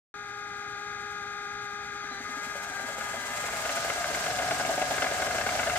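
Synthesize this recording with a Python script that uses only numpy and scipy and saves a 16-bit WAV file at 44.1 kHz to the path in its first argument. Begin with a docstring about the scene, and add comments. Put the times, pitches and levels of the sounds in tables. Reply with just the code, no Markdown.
"""An electric spinning wheel runs on a table, close by in a small room. At first it turns slowly, and
its speed controller chops the motor current, which hums at a nearly fixed pitch over scraping brushes.
After two seconds the knob is turned up: the motor whine climbs, the frame bumps, and yarn and brake band
hiss louder on the whirling flyer (the arm that winds the yarn). Then the loose bobbin knocks and
chatters in the wooden frame. Near full speed the brake band rasps and the table drones."""
import sys
import numpy as np
from scipy import signal
from scipy.fft import rfft, irfft, next_fast_len
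from scipy.io import wavfile
from scipy.ndimage import uniform_filter1d, map_coordinates

SR = 44100
rng = np.random.default_rng(int(sys.argv[2]) if len(sys.argv) > 2 else 0)


def store_wav(level_fs):
    """Save 16-bit WAV to argv[1]."""
    pcm = np.round(np.clip(np.atleast_2d(level_fs), -1, 1) * 32767)
    wavfile.write(sys.argv[1], SR, pcm.T.astype(np.int16))


N = 254898
T = np.arange(N) / SR

# Table levels are relative. Pan is left minus right. Speed runs from 0 (slowest) to 1 (fastest).
# how fast the motor turns: (time [s], shaft rate [turns/s])
SHAFT_RATE = [(0, 59.4), (2.03, 59.4), (2.35, 91), (2.6, 100), (3.3, 117), (3.9, 139), (4.3, 145.4),
              (4.85, 146.8), (5.4, 144.4), (5.78, 143.6)]
# the chopping slows at each twist of the knob: (time [s], length [s], drop [Hz])
KNOB_SAGS = [(2.112, .09, 9.5), (2.7, .15, 10), (3.185, .115, 8.5)]
# tones of the hum: (multiple of the chopping rate, level when slow [dB], level when fast [dB], pan [dB])
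HUM_TONES = [(1, -54.5, -57, 3.5), (2, -50, -50, -1), (3, -49.5, -46.5, 5), (4, -51.5, -43.5, 15.5),
             (5, -52, -46.5, 6), (6, -58.5, -59, 7), (8, -64, -50.5, 0), (9, -61.5, -78, 7.5),
             (10, -76.5, -85, -17), (11, -86, -80, -3)]
# how fast the hum trembles: (time [s], rate [Hz])
TREMBLE_RATE = [(0, 20), (.15, 18), (.35, 24), (.55, 22), (.87, 24.3), (1.03, 18.3), (1.2, 17.5),
                (1.45, 23.7)]
# how much it trembles: (multiple of the chopping rate, depth [share; negative swings the other way])
TREMBLE_DEPTHS = [(1, 0), (2, -.38), (3, .08), (4, .45), (5, -.33), (6, .15), (10, .15)]
# pitches where the casing boosts the hum: (pitch [Hz], half width [Hz], boost [dB])
CASING_PEAKS = [(1231, 18, 4.8), (4015, 40, 17)]
# rotor tones and their beats with the current: (multiple of the shaft rate, added multiple of the
# chopping rate, five levels [dB] for the speeds in WHINE_SPEEDS, roughness [0-1])
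WHINE_TONES = [(1, 0, -87, -78, -73, -63, -59, .1), (2, 0, -65, -65, -65, -64, -62, .3),
               (5, 0, -79, -66, -53, -41.5, -43.7, .36), (5, 1, -72, -57, -52, -72, -76, .08),
               (3.75, 1, -85, -75, -66, -54, -62, .1), (7, 0, -70, -65, -59, -62, -62, .2),
               (11, 0, -85, -72, -60, -48, -49, .7), (15, 0, -90, -56, -56, -66, -72, .9),
               (15, -2, -77, -57, -52, -72, -80, .3), (24, 0, -47, -58, -66, -73, -75, .15)]
# how the motor housing shapes the brush noise: (frequency [Hz], level [dB])
HOUSING_COLOUR = [(100, -24), (205, -9), (260, -19), (540, -25), (700, -16), (800, -8), (1080, -17),
                  (1250, -1), (1340, -1), (1400, 3), (1500, -3), (1720, -.5), (1850, -3), (1930, -12),
                  (2030, -5), (2220, -4), (2330, -12), (2900, -19), (3900, -11), (4300, -14), (4620, -9),
                  (5100, -21), (5700, -13), (6450, -9), (7000, -24), (15000, -48)]
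# rubbing of yarn and brake band: (frequency [Hz], left level [dB], right level [dB])
RUB_COLOUR = [(295, -8, -14), (970, 11, 5.5), (2380, 10.5, -1), (3970, 1.5, -1), (5460, -5, 0.5),
              (6640, -0.5, 3), (7800, 10, 3.5), (7700, 0.5, 2.5), (9130, 5.5, -4.5), (10300, -5, -12.5),
              (13600, -4, -10), (15000, -11, -31)]
# the shaking table top: (frequency [Hz], level [dB])
RUMBLE_COLOUR = [(20, -38), (40, -0.5), (68, 4.5), (115, 5), (165, 1), (200, 2), (240, 4.5), (340, -1),
                 (500, -3.5), (1000, -36), (4000, -60)]
# how the table's rumble grows: (time [s], level [dB])
RUMBLE_LEVEL = [(0, -56), (2.6, -56), (3.7, -50), (5.1, -48), (5.78, -45)]
# ringing tones of frame and bobbin: (pitch [Hz], time to fade by 60 dB [s], level [dB], pan [dB])
WOOD_TONES = [(294.7, 0.13, -26, -23), (468, 0.038, -14, -3), (596.5, 0.073, -7, 7), (665, 0.035, 2, 2.5),
              (736, 0.046, -4.5, -5.5), (793, 0.075, -23, -14), (1060, 0.017, -17, 20),
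              (1460, 0.0096, -1, 6), (1580, 0.016, -23, -6), (2060, 0.02, -7, 0.5),
              (2650, 0.023, -16.5, -3)]
# dull bumps of the frame as the flyer gathers speed: (time [s], level [dB], pitch [Hz])
FRAME_BUMPS = [(2.041, -47, 280), (2.114, -44, 255), (2.203, -44.5, 265), (2.292, -43, 248),
               (2.37, -43, 280), (2.468, -45, 250), (2.555, -42, 570), (2.699, -46, 277), (2.84, -42, 248),
               (2.983, -40, 530), (3.177, -45, 237), (3.305, -47, 250)]
# the loudest bobbin knocks: (time [s], wooden boom [dB], hard clack [dB])
BOBBIN_KNOCKS = [(2.794, -38.5, -46), (2.886, -43.5, -45), (3.008, -43.5, -35), (3.139, -37.5, -41),
                 (3.3, -58, -57), (3.438, -36, -38), (3.484, -42, -35), (3.529, -43, -35.5),
                 (3.651, -35, -34.5), (3.692, -38.8, -32), (3.766, -35, -34), (3.846, -36, -38),
                 (3.899, -38, -29), (3.961, -38, -47), (4.041, -40, -35), (4.102, -35.5, -49),
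                 (4.146, -36, -36), (4.24, -37, -35), (4.264, -46, -34), (4.304, -33, -39),
                 (4.388, -33, -35), (4.421, -48, -35), (4.461, -39, -40.8), (4.509, -29, -30.5),
                 (4.562, -37.5, -45), (4.597, -30.5, -34), (4.649, -35, -32.9), (4.69, -32, -42),
                 (4.714, -35.5, -41.2), (4.74, -48, -39.6), (4.778, -31.5, -45), (4.816, -28, -30),
                 (4.866, -45, -43), (4.908, -28.5, -37.7), (4.942, -32.7, -38), (4.979, -38.5, -34),
                 (5.02, -30, -25.5), (5.042, -29, -33.1), (5.065, -50, -32), (5.113, -30, -42.0),
                 (5.16, -50, -46), (5.196, -39, -42), (5.219, -31, -31), (5.266, -33, -34),
                 (5.308, -51, -33.5), (5.346, -30, -34.5), (5.382, -31, -34), (5.411, -39, -31),
                 (5.464, -28.5, -34), (5.49, -36.0, -31.5), (5.523, -32.8, -43), (5.552, -31.5, -35),
                 (5.594, -47, -28), (5.629, -43, -32), (5.668, -31.5, -31), (5.696, -38, -29.5),
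                 (5.731, -36.5, -50), (5.757, -34.6, -31.5)]
# the rasping brake band: (frequency [Hz], level [dB])
BRAKE_COLOUR = [(1200, -22), (2700, -1), (4700, 2.5), (6000, 2), (8000, -7.5), (15000, -25)]

CHOP_HZ = 410.4  # how often the controller switches the current on
BELT_RATIO = 6.2  # motor turns per flyer turn
WHINE_SPEEDS = (0, .45, .68, .92, 1)


def undb(db):
    """Turn decibels into a factor to multiply by."""
    return 10 ** (np.asarray(db) / 20)


def curve(points):
    """Join (time, value) points with straight lines."""
    return np.interp(T, *np.transpose(points))


def unit(x):
    """Scale a signal to an average power of 1."""
    return x / np.sqrt(np.mean(x ** 2))


def turns(hz):
    """The angle in radians of something that turns hz times a second."""
    return 2 * np.pi * np.cumsum(hz) / SR


def wander(rate):
    """A smooth random wobble of size about 1 that changes rate times a second."""
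    grid = T[::32]
    size = max(int(1 / (rate * grid[1])), 2)
    smooth = uniform_filter1d(uniform_filter1d(rng.standard_normal(len(grid)), size), size)
    return np.interp(T, grid, unit(smooth))


def colour(x, spectrum):
    """Shape bass and treble by a table, one channel per level column, at an average power of 1."""
    hz, *columns = np.transpose(spectrum)
    size = next_fast_len(N)
    log_hz = np.log(np.arange(size // 2 + 1) * SR / size + 1)
    gains = undb([np.interp(log_hz, np.log(hz), db) for db in columns])
    return unit(irfft(rfft(x, size) * gains, size)[:, :N])


def stereo_noise(spread):
    """Noise shared by both ears, plus spread times as much of their own."""
    return unit(rng.standard_normal(N) + spread * rng.standard_normal((2, N)))


def pan(db, pan_db):
    """Left and right gains from a level and a left minus right difference."""
    return undb(db + np.array([[1], [-1]]) * pan_db / 2)


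def with_speed(speed, slow, fast, full=1):
    """Slide from the slow value to the fast one, arriving when speed reaches full."""
    return slow + (fast - slow) * np.minimum(speed / full, 1)


def chop_rate(drift_hz=.454, glide_s=.02):
    """The controller's rate in Hz: it drifts a little and sags while the knob is twisted."""
    sag_hz = sum(drop * ((T >= s) & (T < s + length)) for s, length, drop in KNOB_SAGS)
    return CHOP_HZ + drift_hz * wander(8.97) - uniform_filter1d(1. * sag_hz, int(glide_s * SR))


def hum(chop_hz, shaft, flyer, speed, load, flutter_hz=40, hunt_hz=4.28):
    """Chopped current shakes the motor's coils; its pulses widen with speed, so the tones swap strength."""
    overall_db = 1.5 - 7 * speed ** 4 - 1.5 * load
    uneven = with_speed(speed, .8, .31)
    on_share = with_speed(speed ** 1.15, .414, .89)  # part of each chop in which current flows
    # the controller creeps ahead and drops back
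    hunt = signal.sawtooth(2 * np.pi * hunt_hz * (T - .095), width=.75)
    chop = turns(chop_hz) + .45 * (1 - speed) * hunt
    # at low speed, a second tone just below a hum tone makes it tremble
    tremble = (1 - speed) ** 2 * np.exp(-1j * (turns(curve(TREMBLE_RATE)) + wander(18) / 2))
    out = np.zeros((2, N))
    for k, slow_db, fast_db, pan_db in HUM_TONES:
        share = min(k / 2, 1) ** 3  # the lowest tone stays nearly clean
        depth = uneven * share
        beat = tremble * np.interp(k, *np.transpose(TREMBLE_DEPTHS))
        # the real part shakes the level, the imaginary (1j) part shakes the pitch
        flutter = (.07 * depth + .32 * load * share) * (wander(flutter_hz) + 1j * wander(flutter_hz))
        ripple = .115 * depth * k * np.cos(shaft + k)
        throb = .3 * depth * np.cos(2 * flyer + k)
        phase = k * chop + throb - .6125 * k ** 2  # the casing smears each pulse: high tones come later
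        tone = np.real((1 + beat + flutter + ripple) * np.exp(1j * phase))
        casing_db = sum(boost / (1 + ((k * chop_hz - hz) / width) ** 2)
                        for hz, width, boost in CASING_PEAKS)
        pulse_db = 10 * np.log10(np.sin(np.pi * k * on_share) ** 2 + .61)
        level_db = overall_db + with_speed(speed, slow_db, fast_db) + pulse_db + casing_db
        out += pan(level_db, pan_db) * tone
    return np.sqrt(2) * out


def whine(shaft_hz, shaft, chop, flyer, speed, sway_rad=.06, flutter_hz=45, frame_hz=733, width_hz=9):
    """The rotor sings, swayed by the belt each flyer turn; a tone that meets the frame's pitch swells."""
    out = 0
    for k, beat, *levels_db, rough in WHINE_TONES:
        flutter = 1 + rough * (wander(flutter_hz) + 1j * wander(flutter_hz))
        phase = k * (shaft + sway_rad * np.sin(flyer)) + beat * chop
        pitch_hz = k * shaft_hz + beat * CHOP_HZ
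        boost_db = 5.5 / (1 + ((pitch_hz - frame_hz) / width_hz) ** 2)
        level_db = np.interp(speed, WHINE_SPEEDS, levels_db) + boost_db
        out += undb(level_db) * np.real(flutter * np.exp(1j * phase))
    return np.sqrt(2) * out * pan(0, pan_db=2.5)


def brushes(shaft, chop, flyer, speed, load, sway_rad=.04):
    """The motor's brushes scrape the same worn spots each turn: a gritty buzz that rings the housing."""
    wear = rng.standard_normal(260)
    angle = shaft + sway_rad * np.sin(flyer)
    grit = unit(map_coordinates(wear, [angle / (2 * np.pi) * len(wear)], mode="grid-wrap"))
    repeating = with_speed(speed, .28, .08, full=.97)
    scrape = np.sqrt(repeating) * grit + np.sqrt(1 - repeating) * stereo_noise(spread=.43)
    pulsing = 1 + .25 * np.cos(chop)  # follows the chopped current
    level_db = with_speed(speed, -45.5, -41.5) + 2 * load
    return colour(scrape * pulsing, HOUSING_COLOUR) * pan(level_db, pan_db=5)


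def hiss(chop, flyer, speed, full_speed=.75, swish_db=-1.77, flicker_db=1.16):
    """Yarn and brake band rub on the bobbin, louder with speed and swelling with each flyer turn."""
    level_db = with_speed((speed / full_speed) ** 1.13, -56.5, -36)
    level_db += swish_db * np.sin(flyer) + flicker_db * wander(57)
    buzz = 1 + .035 * np.cos(chop)
    rub = colour(stereo_noise(spread=15) * buzz, RUB_COLOUR)
    return rub * pan(level_db, pan_db=with_speed(speed, -7.5, -5, full=.39))


def table_rumble(flyer, speed, throb_db=-1):
    """The unbalanced flyer shakes the table top, which rumbles, and drones near full speed."""
    shaking = stereo_noise(spread=.21) * undb(throb_db * np.sin(flyer))
    rumble = colour(shaking, RUMBLE_COLOUR) * undb(curve(RUMBLE_LEVEL))
    drone = sum(np.sin(k * flyer) * (1 + wander(12) / 2) for k in (3, 5, 7))
    return rumble + undb(-57) * speed ** 4 * drone


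def ring(pushes, hz, fade_s):
    """Each push starts a tone that fades by 60 dB in fade_s and gives off little below its pitch."""
    t = np.arange(SR // 5) / SR
    swing = np.sin(2 * np.pi * hz * t) * np.exp(-np.log(1000) * t / fade_s)
    return signal.oaconvolve(pushes, unit(np.diff(swing)) / np.sqrt(len(t)))[:N]


def wooden_frame(boom, clack, split_hz=950, treble_hz=4200):
    """Soft pushes ring the frame's low tones, hard hits its high ones; wood on wood has little treble."""
    out = np.zeros((2, N))
    for hz, fade_s, db, pan_db in WOOD_TONES:
        push = boom if hz < split_hz else clack
        out += pan(db, pan_db) * ring(push, hz, fade_s)
    return signal.sosfilt(signal.butter(2, treble_hz, fs=SR, output="sos"), out)


def chatter(flyer, speed, taps_per_s=700, scatter_db=3, swing_db=3):
    """The bobbin taps in its loose bearings, hardest as the flyer swings through its heavy side."""
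    taps = (rng.random(N) < taps_per_s / SR) * rng.choice([-1, 1], N)
    taps = taps * undb(scatter_db * np.clip(rng.standard_normal(N), -2, 2) + swing_db * np.sin(flyer))
    level_db = with_speed(speed, -66, -36.8, full=.95)
    return unit(wooden_frame(taps, taps * undb(-1))) * undb(level_db)


def bumps(fade_s=.07, boost_db=26, wood_db=-11):
    """The frame rocks on the table: a dull low ring with a light knock of wood."""
    pushes = [undb(db + boost_db) * signal.unit_impulse(N, int(s * SR)) for s, db, _ in FRAME_BUMPS]
    thuds = sum(ring(push, hz, fade_s) for push, (_, _, hz) in zip(pushes, FRAME_BUMPS))
    wood = undb(wood_db) * sum(pushes)
    return thuds + wooden_frame(wood, wood)


def knocks(boom_db=23, clack_db=27, push_s=.0009, rise_s=.001, judder_s=.016, skid_s=.007):
    """The bobbin skids on its shaft with a clack; a soft push and a longer judder boom in the frame."""
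    boom, clack = np.zeros((2, N))
    t = np.arange(SR // 16) / SR
    push = np.sin(np.pi * t / push_s) ** 2 * (t < push_s)
    push = .6 * push / push.sum()
    for s, low_db, high_db in BOBBIN_KNOCKS:
        stutter = rng.standard_normal(len(t)) * np.minimum(t / rise_s, 1)
        judder = unit(stutter * np.exp(-t / judder_s)) / np.sqrt(len(t))
        skid = unit(stutter * np.exp(-t / skid_s)) / np.sqrt(len(t))
        at = int(s * SR)
        boom[at:at + len(t)] += undb(low_db + boom_db) * (push + judder)[:N - at]
        clack[at:at + len(t)] += undb(high_db + clack_db) * skid[:N - at]
    return wooden_frame(boom, clack)


def rasp(flyer, speed, from_speed=.744, speed_span=.091, swish_db=3, flicker_db=2):
    """Near full speed the brake band starts to rasp on the bobbin."""
    grip = np.clip((speed - from_speed) / speed_span, 0, 1)
    level_db = -43 + swish_db * np.sin(flyer) + flicker_db * wander(64)
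    return grip * colour(rng.standard_normal((2, N)), BRAKE_COLOUR) * pan(level_db, pan_db=-4)


def room(x, fade_s=.36, echo_db=-11):
    """The walls add a short wash of echoes, different at each ear."""
    t = np.arange(SR // 2) / SR
    tail = rng.standard_normal((2, len(t))) * np.exp(-np.log(1000) * t / fade_s) * (t > .003)
    return x + undb(echo_db) * signal.oaconvolve(x, unit(tail) / np.sqrt(len(t)), axes=1)[:, :N]


def scene():
    """The shaft speed drives whine, hiss, chatter and drone; the controller sets the hum's pitch."""
    shaft_hz, chop_hz = curve(SHAFT_RATE), chop_rate()
    shaft, chop = turns(shaft_hz), turns(chop_hz)
    flyer = shaft / BELT_RATIO
    speed = (shaft_hz - shaft_hz.min()) / np.ptp(shaft_hz)
    pull = np.maximum(uniform_filter1d(np.gradient(speed), SR // 2), 0)
    load = np.sqrt(pull / pull.max())  # 0 coasting, 1 speeding up hardest
    motor = hum(chop_hz, shaft, flyer, speed, load)
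    motor += whine(shaft_hz, shaft, chop, flyer, speed)
    motor += brushes(shaft, chop, flyer, speed, load)
    rubbing = hiss(chop, flyer, speed) + rasp(flyer, speed)
    rumble = table_rumble(flyer, speed)
    wood = chatter(flyer, speed) + bumps() + knocks()
    left, right = motor + rubbing + rumble + room(wood)
    # the wheel stands a little to the left, so the right ear hears it later
    return np.array([left, np.roll(right, 4)])


def record(dry, start_s=.141, dip_db=-5.5, settle_s=.32, top_hz=15600):
    """After a short silence the sound starts a little low and creeps up; the highest treble is cut."""
    opening = (T >= start_s) * undb(dip_db * np.exp(-T / settle_s))
    treble_cut = signal.ellip(10, .2, 80, top_hz, fs=SR, output="sos")
    return signal.sosfilt(treble_cut, dry * opening)


dry = scene()
out = record(dry)
store_wav(out)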